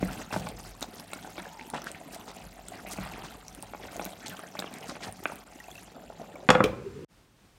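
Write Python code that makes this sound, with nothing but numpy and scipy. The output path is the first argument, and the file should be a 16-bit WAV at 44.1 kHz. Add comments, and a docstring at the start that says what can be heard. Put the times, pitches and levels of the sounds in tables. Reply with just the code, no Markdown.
"""Creamy sauce simmers with shrimp and greens, close by in a kitchen: thick bubbles plop, fine ones
crackle, and a faint high tone flutters. A wooden spatula squelches through the leaves and knocks the
pan. A glass lid muffles the sizzle, clanks onto the rim and leaves a hollow simmer.
After a short break only a faint hiss remains."""
import sys
import numpy as np
from scipy import signal
from scipy.fft import rfft, irfft, next_fast_len
from scipy.io import wavfile
from scipy.ndimage import uniform_filter1d, map_coordinates

SR = 44100
rng = np.random.default_rng(int(sys.argv[2]) if len(sys.argv) > 2 else 0)


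def to_wav(sig):
    """Store sig (one row per channel, or 1-D mono) as 16-bit WAV at the path in sys.argv[1].

    Samples outside -1..1 are clipped; the rate is SR.
    """
    pcm = np.clip(np.atleast_2d(sig), -1, 1) * 32767
    pcm = np.round(pcm).astype(np.int16)
    wavfile.write(sys.argv[1], SR, pcm.T)  # frames by channels


N = 334264
TIME = np.arange(N) / SR
TOP_HZ = 16000


def amp(db):
    """Decibels to gain."""
    return 10 ** (np.asarray(db) / 20)


def unit(x):
    """Scale to rms 1."""
    return x / np.sqrt(np.mean(x ** 2) + 1e-20)


def along(points, hz):
    """Interpolate (freq_hz, value) points on a log axis."""
    freqs, values = np.transpose(points)
    return np.interp(np.log(hz + 1), np.log(freqs + 1), values)


def curve(points):
    """Interpolate (time_s, value) points at every sample."""
    return np.interp(TIME, *np.transpose(points))


def wobble(knots_per_s):
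    """Smooth random curve."""
    return map_coordinates(rng.standard_normal(int(N * knots_per_s / SR) + 4), [TIME * knots_per_s])


def filtered(x, response):
    """Apply a gain given as a function of frequency."""
    size = next_fast_len(len(x) + 8192)
    return irfft(rfft(x, size) * response(np.fft.rfftfreq(size, 1 / SR)), size)[:len(x)]


def butter(x, order, hz, kind="low"):
    """Butterworth filter."""
    return signal.sosfilt(signal.butter(order, hz, kind, fs=SR, output="sos"), x)


def noise(spectrum, size=N):
    """Coloured noise, rms 1."""
    return unit(filtered(rng.standard_normal(size), lambda hz: amp(along(spectrum, hz))))


def fade(t, t60):
    """Exponential decay, 60 dB down at t60."""
    return np.exp(-np.log(1000) * t / t60)


def mode(t, hz, t60):
    """Decaying sine."""
    return np.sin(2 * np.pi * hz * t) * fade(t, t60)


def arch(t, length_s):
    """Rounded rise and fall."""
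    return np.abs(np.sin(np.pi * np.clip(t / length_s, 0, 1))) ** .5


def add(track, start_s, sound):
    """Mix a sound into a track."""
    part = track[max(round(start_s * SR), 0):][:len(sound)]
    part += sound[:len(part)]


def bubble(t, hz, cycles, swell_share=0.09):
    """Bubble in thick sauce: a short tone swells as the film opens, then dies."""
    life_s = cycles / hz
    return 1.7 * mode(t, hz, life_s) * (1 - np.exp(-(t / life_s / swell_share) ** 2))


def swarm(clusters_per_s, hz, spread, cycles, range_db, samples):
    """Clusters of three bubbles of like pitch, small leading into large; few are loud; rms 1."""
    count = int(clusters_per_s * N / SR)
    when, pitch, strength = rng.random((3, count, 1))
    late, detune, life = rng.random((3, count, 3))
    family = spread * np.log((pitch + .015) / (1 - pitch + .015))  # bounded log-pitch offset
    pitches = np.minimum(hz * np.exp(family + 0.28 * (detune - .5)), TOP_HZ)
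    gains = amp(range_db * np.minimum(-np.log(1 - strength), 2.6) - 9 * (1 - late))
    t = np.arange(samples) / SR
    grains = bubble(t, pitches[..., None], cycles * (.5 + life[..., None]), swell_share=.17)
    places = (when * N + late * .009 * SR).astype(int)[..., None] + np.arange(samples)
    return unit(np.bincount(places.ravel(), (gains[..., None] * grains).ravel(), N)[:N])


def pings(rows, cycles, gain_db, snap_db):
    """A noise snap and a short ring for each (start_s, level_db, pitch_hz)."""
    out, t = np.zeros(N), np.arange(SR // 20) / SR
    for start_s, db, hz in rows:
        snap = amp(snap_db) * fade(t, .005) * rng.standard_normal(len(t))
        add(out, start_s + 0.0022, amp(db + gain_db) * (bubble(t, hz, cycles) + snap))
    return out


# spatula strokes: start_s, length_s, effort_db, hiss_db
SPATULA_STROKES = [(0.0, 0.23, 3, 4), (0.303, 0.19, 3.5, 0), (0.566, 0.12, -3, 8), (0.926, 0.085, -4.5, 8),
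                   (1.098, 0.19, -3.5, 5.5), (1.352, 0.13, -0.5, 5), (1.73, 0.23, -1.5, -13),
                   (2.106, 0.11, -4.5, 2), (2.27, 0.17, -5.5, 5.5), (2.705, 0.077, -1.5, 2),
                   (2.862, 0.23, -1, 8), (3.113, 0.22, -2, 1), (3.8, 0.11, -3, -3), (3.914, 0.18, -2.5, 9),
                   (4.225, 0.16, -1.5, 2.5), (4.536, 0.28, -3.5, -4), (4.825, 0.12, -3.5, -2),
                   (5.004, 0.075, 2, 0), (5.22, 0.14, -3.5, 2.5)]


def stirring(attack_s=0.0043, release_s=0.048):
    """Gain curves of the strokes: their effort, and the hiss of sauce on hot metal."""
    effort, hiss = np.zeros((2, N))
    for start_s, length_s, db, hiss_db in SPATULA_STROKES:
        t = TIME - start_s
        shape = np.clip(t / attack_s, 0, 1) * np.clip(1 - (t - length_s) / release_s, 0, 1)
        effort += amp(db) * shape
        hiss += amp(db + hiss_db) * shape
    return effort, hiss


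# bursting film: freq_hz, density_db
SNAP_SPECTRUM = [(2000, -25), (4500, -2), (9000, 3), (16000, -1)]


def snaps(per_s=600, range_db=7):
    """Thin films of sauce burst in ticks that do not ring; few are loud; rms 1."""
    chance, strength, sign = rng.random((3, N))
    gains = amp(range_db * np.minimum(-np.log(1 - strength), 4))
    ticks = np.sign(sign - .5) * gains * (chance < per_s / SR)
    return unit(filtered(ticks, lambda hz: amp(along(SNAP_SPECTRUM, hz))))


# noise beds of the simmer: freq_hz, density_db
BROTH_SPECTRUM = [(100, -42), (350, -31.5), (700, 12), (1200, -12.5), (2500, -4.5), (4500, -11.5),
                  (12000, -65)]
SIZZLE_SPECTRUM = [(800, -40), (3000, 3.5), (5000, -6.5), (9300, -8.5), (10400, -12), (12000, 0),
                   (16000, -5)]
BODY_SPECTRUM = [(50, -31.5), (100, -0.5), (130, -11.5), (175, 3.5), (300, -7.5), (450, -9), (1000, -57),
                 (4000, -85.5)]
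RUMBLE_SPECTRUM = [(20, -48.5), (33, -28), (46, 8.5), (70, -7), (110, -6), (200, -29.5), (1000, -91)]
# deep rumble: time_s, level_db
RUMBLE_LEVEL = [(0, -42.5), (.4, -72), (.52, -52), (.95, -66), (2.2, -65), (2.45, -58), (2.75, -65),
                (3.0, -47), (3.2, -61), (3.7, -56.5), (4.05, -60), (4.4, -77), (5.1, -63), (5.6, -63),
                (6.45, -68)]
# crackle gain, falling as the lid comes down: time_s, gain_db
CRACKLE_SHADE = [(5.4, -6.5), (5.85, -5.5), (6.0, -12.5), (6.45, -13.5)]


def simmer():
    """Bubbles burst in clumps over a soft wash, louder with each stroke, until the lid shuts them in."""
    effort, hiss = stirring()
    shade_db = curve(CRACKLE_SHADE)
    # gains: resting and stirred levels summed in power
    plop = np.hypot(amp(-52.5), amp(-46.5) * effort)
    wet = np.hypot(amp(-52), amp(-46) * effort) * amp(0.31 * shade_db)
    fizz = np.hypot(amp(-55), amp(-54.5) * hiss)
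    blub = np.hypot(amp(-57.5), amp(-52.5) * effort) * amp(-0.38 * shade_db)
    clumps = wobble(60) + .6 * wobble(18)
    thick = swarm(170, hz=717, spread=0.16, cycles=5.8, range_db=4.5, samples=1100)
    squelch = swarm(260, hz=2168, spread=.27, cycles=15, range_db=5.5, samples=900)
    crackle = swarm(520, hz=7700, spread=0.19, cycles=20, range_db=13.5, samples=400)
    pinpricks = swarm(220, hz=11880, spread=0.073, cycles=27, range_db=10, samples=260)
    fine = swarm(1300, hz=5850, spread=.2, cycles=8.9, range_db=15, samples=100)
    films = snaps()
    sticky = swarm(700, hz=1680, spread=0.26, cycles=3.76, range_db=6.5, samples=220)
    wash = noise(BROTH_SPECTRUM)
    sizzle = amp(1.3 * wobble(110)) * noise(SIZZLE_SPECTRUM)
    blubs = swarm(130, hz=301.3, spread=0.17, cycles=4.5, range_db=6.5, samples=1500)
    mix = (plop * amp(-6 + 0.5 * clumps) * thick
           + wet * amp(-6 + clumps) * squelch
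           + fizz * amp(shade_db - 2.5 + 0.88 * clumps) * crackle
           + fizz * amp(shade_db - 5.5 + 1.8 * clumps) * pinpricks
           + fizz * amp(0.44 * shade_db - 5 + 0.45 * clumps) * fine
           + fizz * amp(shade_db - 7 + 2 * clumps) * films
           + wet * amp(-8 + 0.67 * clumps) * sticky
           + plop * amp(-8 + 1.1 * clumps) * wash
           + fizz * amp(0.36 * shade_db - 12.5 + 0.86 * clumps) * sizzle
           + blub * amp(-2.5 + clumps) * blubs
           + blub * amp(-3 + 0.97 * clumps) * noise(BODY_SPECTRUM)
           + amp(curve(RUMBLE_LEVEL) + 2) * noise(RUMBLE_SPECTRUM))
    return mix * np.interp(TIME, [6.5, 6.7], [1, 0])


# high tone: time_s, level_db
WHISTLE_LEVEL = [(0, -76.5), (1.5, -75), (5.4, -73), (5.9, -70.5), (6.45, -70), (6.75, -75), (6.88, -70.5),
                 (7.05, -75)]


def whistle():
    """A faint high tone flutters and keeps breaking off."""
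    hz = 7245 + 45 * wobble(300) + 14 * wobble(25)
    flicker_db = 2.5 * wobble(70) + 8 * np.minimum(wobble(28) + .2, 0)
    return amp(curve(WHISTLE_LEVEL) + flicker_db) * np.sin(2 * np.pi * np.cumsum(hz) / SR)


# spatula on the pan: start_s, level_db, thud_db, edge_db, t60_ratio
PAN_KNOCKS = [(0.027, -15.5, 12.5, -14, 0.56), (0.362, -18, 1.5, -8, 1), (0.469, -28, -31, -1, 1),
              (0.825, -28.5, -8.5, 0, 0.62), (1.132, -29.5, -4, 12, 1), (1.38, -28, 1, 6.5, 0.71),
              (1.395, -33.5, -7, -2, 1), (2.866, -39, -6, -2, 0.52), (2.985, -26, 9, 3, 1),
              (3.735, -30.5, -15, -3, 0.46), (3.747, -31.5, -6, 0, 0.87), (3.995, -23, -1.5, 0.5, 0.76),
              (4.06, -29.5, 7.5, 5, 0.91), (4.552, -30, -14, -6, 0.91), (4.589, -27.5, 5, 1, 0.51),
              (4.599, -30, -10, -6, 0.48), (4.623, -28, -5, 9.5, 0.56), (4.642, -28.5, -3, -1, 0.33),
              (4.954, -36.5, -8, 7, .6), (4.966, -33.5, -12, -3, 0.54), (5.2556, -17, -10.5, 10.5, 0.51),
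              (5.32, -31, -22, -13, 0.44)]
# full pan, damped by the food: freq_hz, level_db, t60_s
PAN_MODES = [(191, -14, 0.098), (307, -9.5, 0.047), (615, 0.5, 0.029), (857, -2.5, 0.052),
             (1136, -2, 0.024), (1474, -4.5, 0.033), (2310, -12, 0.054), (2790, -11.5, 0.012),
             (3520, -18.5, 0.015)]
# wet splash: freq_hz, density_db
SPLASH_SPECTRUM = [(40, -40), (200, -9), (700, 5), (2600, 14), (3800, -17), (6000, -33), (16000, -33)]


def knocks(scatter_db=2):
    """Wood meets the pan through the food: a dead knock, pitched by where it lands, and a splash."""
    out, t = np.zeros(N), np.arange(SR // 5) / SR
    for start_s, db, thud_db, edge_db, t60_ratio in PAN_KNOCKS:
        touch = [(250, thud_db + 9), (800, 0), (2200, edge_db + 0.5)]
        detune = np.exp(0.045 * rng.standard_normal())
        ring = np.zeros(len(t))
        for k, (hz, mode_db, t60) in enumerate(PAN_MODES):
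            gain = (-1) ** k * amp(mode_db + along(touch, hz) + rng.normal(0, scatter_db))
            ring += gain * mode(t, hz * detune, t60 * t60_ratio)
        splash = amp(-21 + edge_db / 2) * noise(SPLASH_SPECTRUM, len(t)) * fade(t, .05)
        add(out, start_s, amp(db + 2.5) * (ring / np.abs(ring).max() + splash))
    return out


# heavy strokes: start_s, level_db
PAN_BOOMS = [(0.027, -38.5), (0.336, -33), (0.43, -42.5), (0.54, -45.5), (2.983, -42)]
# booming pan: freq_hz, density_db
BOOM_SPECTRUM = [(25, -24), (50, -1), (90, -2), (130, 0), (190, 4), (300, -37), (500, -7), (1000, -46)]


def booms(attack_s=.008, t60_s=.6):
    """A heavy stroke shoves the pan, which booms briefly on the stove."""
    out, t = np.zeros(N), np.arange(SR // 2) / SR
    envelope = fade(t, t60_s) * (1 - np.exp(-t / attack_s))
    for start_s, db in PAN_BOOMS:
        add(out, start_s, amp(db) * noise(BOOM_SPECTRUM, len(t)) * envelope)
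    return out


# spatula dragging through greens: start_s, length_s, level_db, centre_hz
LEAF_DRAGS = [(0.096, 0.11, -58, 2400), (0.317, 0.095, -47, 5600), (2.12, 0.042, -46.5, 7000),
              (2.906, 0.036, -40, 6300), (3.0, 0.11, -43.5, 1170), (3.149, 0.11, -51.5, 1210),
              (3.237, 0.019, -51.5, 4900), (4.865, 0.032, -47, 5500), (5.018, 0.039, -44.5, 3260)]


def drags(ticks_per_s=1700, octave_loss_db=6):
    """Wet leaves peel apart along the spatula: a dense swell of tiny tearing ticks."""
    out, t = np.zeros(N), np.arange(SR // 4) / SR
    for start_s, length_s, db, centre_hz in LEAF_DRAGS:
        ticks = rng.standard_normal(len(t)) * (rng.random(len(t)) < ticks_per_s / SR)
        tearing = filtered(ticks, lambda hz: amp(-octave_loss_db * np.log2((hz + 1) / centre_hz) ** 2))
        add(out, start_s, amp(db) * arch(t, length_s) * unit(tearing))
    return out


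# spatula pushing wet leaves: start_s, level_db, pitch_hz, rasp_db
LEAF_PUSHES = [(0.117, -18, 1560, -47), (0.192, -19.5, 675, -52), (0.326, -10, 820, -41),
               (0.815, -16.5, 885, -44.5), (1.736, -12.5, 895, -46.5), (1.76, -16, 800, -49),
               (1.863, -47, 1600, -46), (2.133, -27.5, 730, -47.5), (2.278, -21.5, 657, -47),
               (2.919, -54, 750, -53), (3.24, -22, 710, -48), (4.012, -16.5, 623, -71),
               (4.257, -27, 4420, -40), (4.892, -17.5, 706, -43.5), (4.953, -20.5, 1340, -66),
               (5.035, -28, 900, -45)]
SLAP_HZ, FLURRY_CYCLES = 279, 5.5


def pushes():
    """Each push slaps the leaves and squeezes out a flurry of bubbles and a sticky rasp."""
    rasp_spectrum = [(1500, -2), (3500, 10), (5500, 7.5), (9000, 1), (16000, -30)]
    out, t = np.zeros(N), np.arange(SR // 10) / SR
    rasp_envelope = fade(t, 0.11) * (1 - np.exp(-t / 0.003))
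    for start_s, db, hz, rasp_db in LEAF_PUSHES:
        for late, pitch, softness in rng.random((26, 3)):
            pop = bubble(t, hz * 2.8 ** (pitch - .3), FLURRY_CYCLES)
            add(out, start_s + 0.028 * late ** 1.5, amp(db - 10 - 22.6 * softness) * pop)
        stickiness_db = 4 * unit(uniform_filter1d(rng.standard_normal(len(t)), size=90))
        rasp = amp(stickiness_db) * noise(rasp_spectrum, len(t)) * rasp_envelope
        add(out, start_s, amp(rasp_db + 3.5) * rasp)
        slap = bubble(t, SLAP_HZ * np.exp(0.095 * rng.standard_normal()), cycles=6.7)
        add(out, start_s, amp(db - 14) * slap)
    return out


# sharp high ticks of sauce and spatula: start_s, level_db, pitch_hz
SHARP_TICKS = [(0.4863, -43.5, 9300), (0.807, -43.5, 9150), (0.8244, -37, 6600), (0.825, -37, 3810),
               (0.996, -44.5, 5200), (1.131, -44.5, 3880), (1.1327, -40, 8300), (1.699, -42, 9400),
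               (1.817, -45, 5900), (1.8405, -42, 11400), (1.914, -42, 8350), (2.6828, -41, 8100),
               (3.48, -44.5, 5800), (3.6233, -40.5, 8950), (3.9642, -43.5, 6660), (4.0432, -42.5, 6500),
               (4.05, -34.5, 12500), (4.28, -40, 7600), (4.295, -42, 12900), (4.5895, -36, 3630),
               (4.5915, -40, 4920), (4.7376, -43.5, 8450), (5.236, -44.5, 12800), (5.355, -46, 13200),
               (3.547, -46, 9500), (4.391, -47.5, 8800), (4.599, -40.5, 7600), (4.783, -50, 8400),
               (5.123, -45, 9500), (5.265, -52, 9200), (5.317, -52, 9200)]


def sharp_ticks():
    """Sharp high ticks: sauce spitting, and the bright ring of spatula knocks on the pan."""
    return pings(SHARP_TICKS, cycles=17.6, gain_db=19, snap_db=-10)


# single large bubbles: start_s, level_db, pitch_hz
LARGE_BUBBLES = [(0.84, -36, 818), (0.997, -34.5, 930), (1.244, -31, 746), (1.271, -34, 860),
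                 (1.593, -29, 2100), (1.609, -29, 2440), (1.734, -22.5, 830), (1.747, -24, 850),
                 (1.867, -22.5, 1570), (1.945, -29.5, 2290), (2.01, -32.5, 670), (2.159, -31.5, 680),
                 (2.589, -34.5, 730), (2.718, -33.5, 670), (2.847, -31.5, 690), (3.135, -29, 2380),
                 (3.322, -40, 855), (3.628, -31, 825), (3.796, -34, 830), (3.956, -29, 675),
                 (4.128, -32, 690), (4.299, -29.5, 3000), (4.39, -30.5, 1260), (4.432, -33, 680),
                 (5.296, -30, 1380), (5.681, -31.5, 695), (5.964, -34, 690), (5.974, -45, 510),
                 (6.098, -29.5, 666), (6.126, -41, 870), (6.195, -32.5, 710), (6.212, -30, 633),
                 (6.235, -47, 620), (6.287, -40, 685), (6.352, -32, 626), (6.428, -33, 540)]


def plops(trail_s=0.029):
    """A large bubble rings, collapses with a dull slap and leaves smaller ones of scattered pitch."""
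    out, t = pings(LARGE_BUBBLES, cycles=13, gain_db=1.5, snap_db=-30), np.arange(SR // 20) / SR
    for start_s, db, hz in LARGE_BUBBLES:
        for late, pitch, softness in rng.random((7, 3)):
            pop = bubble(t, hz * 3.2 ** (pitch - .3), FLURRY_CYCLES)
            add(out, start_s + trail_s * late, amp(db - 7 - 3.4 * softness) * pop)
        slap = bubble(t, SLAP_HZ * np.exp(0.25 * rng.standard_normal()), cycles=3)
        add(out, start_s, amp(db - 7) * slap)
    return out


# pockets squeezed shut by the spatula: start_s, length_s, level_db, first_hz, last_hz
SAUCE_POCKETS = [(1.378, 0.023, -43, 3400, 3800), (1.755, 0.026, -40.5, 2650, 2860),
                 (1.857, 0.027, -41, 1450, 1650), (2.786, .016, -44, 1400, 1910),
                 (2.859, 0.026, -42, 2170, 2600), (2.928, .018, -44, 2300, 1800),
                 (3.061, 0.013, -37, 705, 780), (3.157, 0.069, -43, 1050, 840),
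                 (3.235, .018, -41, 905, 1330), (3.829, .008, -45, 3350, 3400),
                 (3.883, 0.011, -43.5, 1480, 1580), (4.118, 0.019, -46.5, 3650, 3500),
                 (4.225, 0.022, -44.5, 1650, 1950), (4.319, 0.025, -41.5, 1690, 1460),
                 (4.365, 0.011, -44, 3100, 3200), (4.428, 0.017, -41.5, 1680, 1520),
                 (4.566, .016, -42, 2250, 2400), (4.659, 0.02, -41.5, 3150, 2950),
                 (4.728, 0.065, -47.5, 2300, 2120), (4.822, 0.029, -50, 2300, 2450),
                 (4.912, .012, -37.5, 706, 637), (5.024, 0.017, -40, 2230, 1600),
                 (5.067, 0.029, -39, 804, 690)]


def squelches(bubbles_per_s=450, pitch_scatter=.08):
    """A closing pocket of sauce lets out a chain of bubbles whose pitch slides with its size."""
    out, t = np.zeros(N), np.arange(SR // 25) / SR
    for start_s, length_s, db, first_hz, last_hz in SAUCE_POCKETS:
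        count = 1 + int(length_s * bubbles_per_s)
        chain = np.zeros(SR // 5)
        for k, (late, detune, softness) in enumerate(rng.random((30, 3))[:count]):
            progress = (k + late) / count
            hz = first_hz * (last_hz / first_hz) ** progress * np.exp(pitch_scatter * (2 * detune - 1))
            add(chain, length_s * progress, amp(-8 * softness) * bubble(t, hz, cycles=np.sqrt(hz / 13)))
        rms = np.sqrt(np.sum(chain ** 2) / (length_s * SR))
        add(out, start_s, amp(db - 5.5) * chain / rms)
    return out


def rub(start_s=1.42, length_s=0.34, pitch_hz=900):
    """Wood slides along the pan and draws a faint, rough hum from it."""
    hum = unit(filtered(rng.standard_normal(N), lambda hz: 1 / (1 + ((hz - pitch_hz) / 75) ** 2)))
    return amp(-52) * arch(TIME - start_s, length_s) * hum


# light ticks of the lid: start_s, level_db, pitch_hz
LID_TINKS = [(5.599, -33.5, 1900), (5.638, -39, 2660), (5.712, -35.5, 3380), (5.752, -35.5, 2640),
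             (5.776, -35.5, 2700), (6.354, -37.5, 2270), (6.42, -53, 1640)]


def tinks():
    """The lid ticks and rings lightly as it is carried in."""
    return pings(LID_TINKS, cycles=55, gain_db=-1, snap_db=-5)


# simmer under the lid: freq_hz, density_db
COVERED_SPECTRUM = [(18, -54.5), (30, -21.5), (134, -6), (280, -11.5), (394, -6.5), (486, -12), (540, -35),
                    (1070, -27.5), (2060, -33), (2540, -33.5), (2750, -31.5), (2980, -36.5), (6050, -40),
                    (7470, -43.5), (16000, -51.5)]
# big bubbles under the lid: start_s, level_db, pitch_hz
COVERED_GULPS = [(6.64, -14, 423), (6.859, -26.5, 392)]


def covered_simmer():
    """The bubbling turns hollow as the lid nears; under the lid it deepens and big bubbles gulp."""
    nearing = amp(-52.5) * swarm(120, hz=678, spread=.12, cycles=26, range_db=2, samples=1600)
    gurgle = amp(-51) * swarm(70, hz=400, spread=.06, cycles=14, range_db=2.5, samples=2400)
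    hollow = amp(-44) * noise(COVERED_SPECTRUM) + gurgle
    for start_s, db, hz in COVERED_GULPS:
        add(hollow, start_s, amp(db) * bubble(np.arange(SR // 8) / SR, hz, cycles=27))
    nearing *= np.interp(TIME, [5.7, 6.4, 6.55], [0, 1, 0])
    return nearing + hollow * np.interp(TIME, [6.3, 6.7], [0, 1])


# lid meeting the rim: start_s, level_db, cutoff_hz, body_db, rattle_db
LID_CONTACTS = [(6.489, -7, 4240, 3, -28), (6.503, -5, 10000, -7.5, -17), (6.5506, -8.5, 2200, 0, -34.5),
                (6.6045, -11.5, 1650, 4.5, -35.5), (6.640, -14.5, 595, 1.5, -4), (6.658, -25, 600, 6, -9)]
# lid on the pan: freq_hz, level_db, t60_s
LID_MODES = [(162, -20, .1), (198, -22, 0.1), (216, -13, 0.08), (305.5, -14.5, .09), (463, -9.5, 0.084),
             (508, -1, 0.048), (600, -14.5, .06), (737, -17, 0.14), (832, -16.5, 0.072),
             (955, -22.5, 0.097), (1147, -12.5, 0.11), (1272, -3.5, 0.055), (1430, -12.5, 0.05),
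             (1660, -14, 0.076), (1930, -14.5, 0.045), (2390, -14.5, 0.065), (2560, -16, 0.058),
             (2730, -27, 0.044), (3390, -7, .022), (4200, -21.5, .03), (5100, -27.5, .03),
             (6650, -19, .025), (7800, -25.5, .03)]
# contact clack and rattle of the steel rim: freq_hz, density_db
CLACK_SPECTRUM = [(25, -52.5), (60, -20), (170, 5), (500, -1), (900, -5), (1300, -4.5), (3000, -13),
                  (5000, -19), (9000, -27.5), (16000, -33)]
RATTLE_SPECTRUM = [(700, -29), (1300, -5.5), (1950, -11), (2400, 4.5), (3300, -2.5), (4300, -12.5),
                   (6300, -15.5), (10000, -24), (16000, -26)]


def clanks(scatter_db=2):
    """The lid lands on one side and rocks into place; softer contacts are duller."""
    out, t = np.zeros(N), np.arange(SR // 3) / SR
    for start_s, db, cutoff_hz, body_db, rattle_db in LID_CONTACTS:
        ring = np.zeros(len(t))
        for k, (hz, mode_db, t60) in enumerate(LID_MODES):
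            detune = np.exp(.01 * rng.standard_normal())  # each contact clamps the rim differently
            lag_s = 0.00065 * np.sqrt(500 / hz)  # low bending waves travel slower
            gain = (-1) ** k * amp(mode_db + rng.normal(0, scatter_db))
            add(ring, lag_s, gain * mode(t, hz * detune, t60))
        clack = amp(-0.5) * noise(CLACK_SPECTRUM, len(t)) * fade(t, 0.03)
        blow = butter(amp(-5) * ring + clack, 3, cutoff_hz)
        blow = butter(blow, 2, 110, "high")
        low_shelf = (amp(body_db) - 1) * butter(blow, 1, 600)
        rattle = amp(rattle_db) * noise(RATTLE_SPECTRUM, len(t)) * fade(t, .035)
        add(out, start_s, amp(db) * (blow + low_shelf + rattle))
    return out


# pan rocking on the stove: freq_hz, level_db, t60_s
STOVE_MODES = [(58, -29.5, 0.32), (85, -31, .15), (135.3, -16.5, .16)]


def thumps(attack_s=0.016):
    """The lid's weight jolts the whole pan on the stove at every contact."""
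    out, t = np.zeros(N), np.arange(SR // 2) / SR
    rise = 1 - np.exp(-t / attack_s)
    for start_s, db, _, body_db, _ in LID_CONTACTS:
        for hz, mode_db, t60 in STOVE_MODES:
            detune = np.exp(.06 * rng.standard_normal())
            add(out, start_s, amp(db + body_db + mode_db) * mode(t, hz * detune, t60) * rise)
    return out


# quiet kitchen: freq_hz, density_db
HISS_SPECTRUM = [(15, -36), (25, -15), (52, -6), (70, -21), (97, -12.5), (285, -18.5), (476, -24.5),
                 (840, -25.5), (1100, -27), (3920, -33), (14800, -42.5), (16000, -47)]


def faint_hiss(start_s=7.08, rise_s=0.035):
    """A faint, slightly wavering hiss fades in."""
    return amp(-61.5 + wobble(15)) * noise(HISS_SPECTRUM) * np.clip((TIME - start_s) / rise_s, 0, 1)


def early_echoes(x, span_s=.018, wet_db=-12):
    """The pan's wall and nearby tiles return weak copies; they are too small to reflect the bass."""
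    late, sign = rng.random((2, 24))
    taps = np.zeros(SR // 20)
    taps[((.001 + span_s * late) * SR).astype(int)] = np.sign(sign - .5) * amp(-12 * late)
    taps = butter(taps / np.linalg.norm(taps), 2, 500, "high")
    return x + amp(wet_db) * signal.fftconvolve(x, taps)[:N]


# room decay: freq_hz, t60_s
KITCHEN_DECAY = [(100, 1), (200, 0.45), (300, 0.21), (700, 0.56), (2500, 0.44), (3500, .3), (6000, 0.26),
                 (15000, 0.26)]


def kitchen(x, wet_db):
    """Hard walls reverberate; the bass lingers longest."""
    hz, t, bins = signal.stft(rng.standard_normal(SR), SR, nperseg=256)
    colour_db = along([(200, 1), (1500, -4.5), (3500, -4.5), (7000, -3.5), (15000, -0.5)], hz)
    decay = fade(t, along(KITCHEN_DECAY, hz)[:, None])
    tail = signal.istft(bins * amp(colour_db)[:, None] * decay, SR, nperseg=256)[1]
    tail = np.pad(tail / np.linalg.norm(tail), (SR // 200, 0))
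    return x + amp(wet_db) * signal.fftconvolve(x, tail)[:N]


def scene(break_s=7.047):
    """Cooking with one short dip in level, a brief silence, then faint hiss."""
    pops = plops() + sharp_ticks()
    food = amp(-0.5) * early_echoes(simmer() + pushes() + drags() + rub() + pops) + squelches()
    cooking = kitchen(food + tinks(), wet_db=-16.5)
    cooking += kitchen(knocks(), wet_db=-12.5) + kitchen(clanks(), wet_db=-10)
    cooking += thumps() + booms() + covered_simmer() + whistle()
    dip_db = np.interp(TIME, [5.44, 5.445, 5.465], [0, -18, 0])
    return cooking * amp(dip_db) * (TIME < break_s) + faint_hiss()


def record(dry):
    """Small microphone: no deep bass, a softer top octave, rounded peaks, a band limit."""
    treble_db = [(7000, 0), (9300, 1), (10300, -3), (12000, -2), (16000, -2)]
    x = butter(dry, 6, 37, "high")
    x = filtered(x, lambda hz: amp(along(treble_db, hz)))
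    x = x / (1 + (x / .85) ** 6) ** (1 / 6)
    return filtered(x, lambda hz: 1 / np.sqrt(1 + (hz / TOP_HZ) ** 160))


dry = scene()
out = record(dry)
to_wav(out)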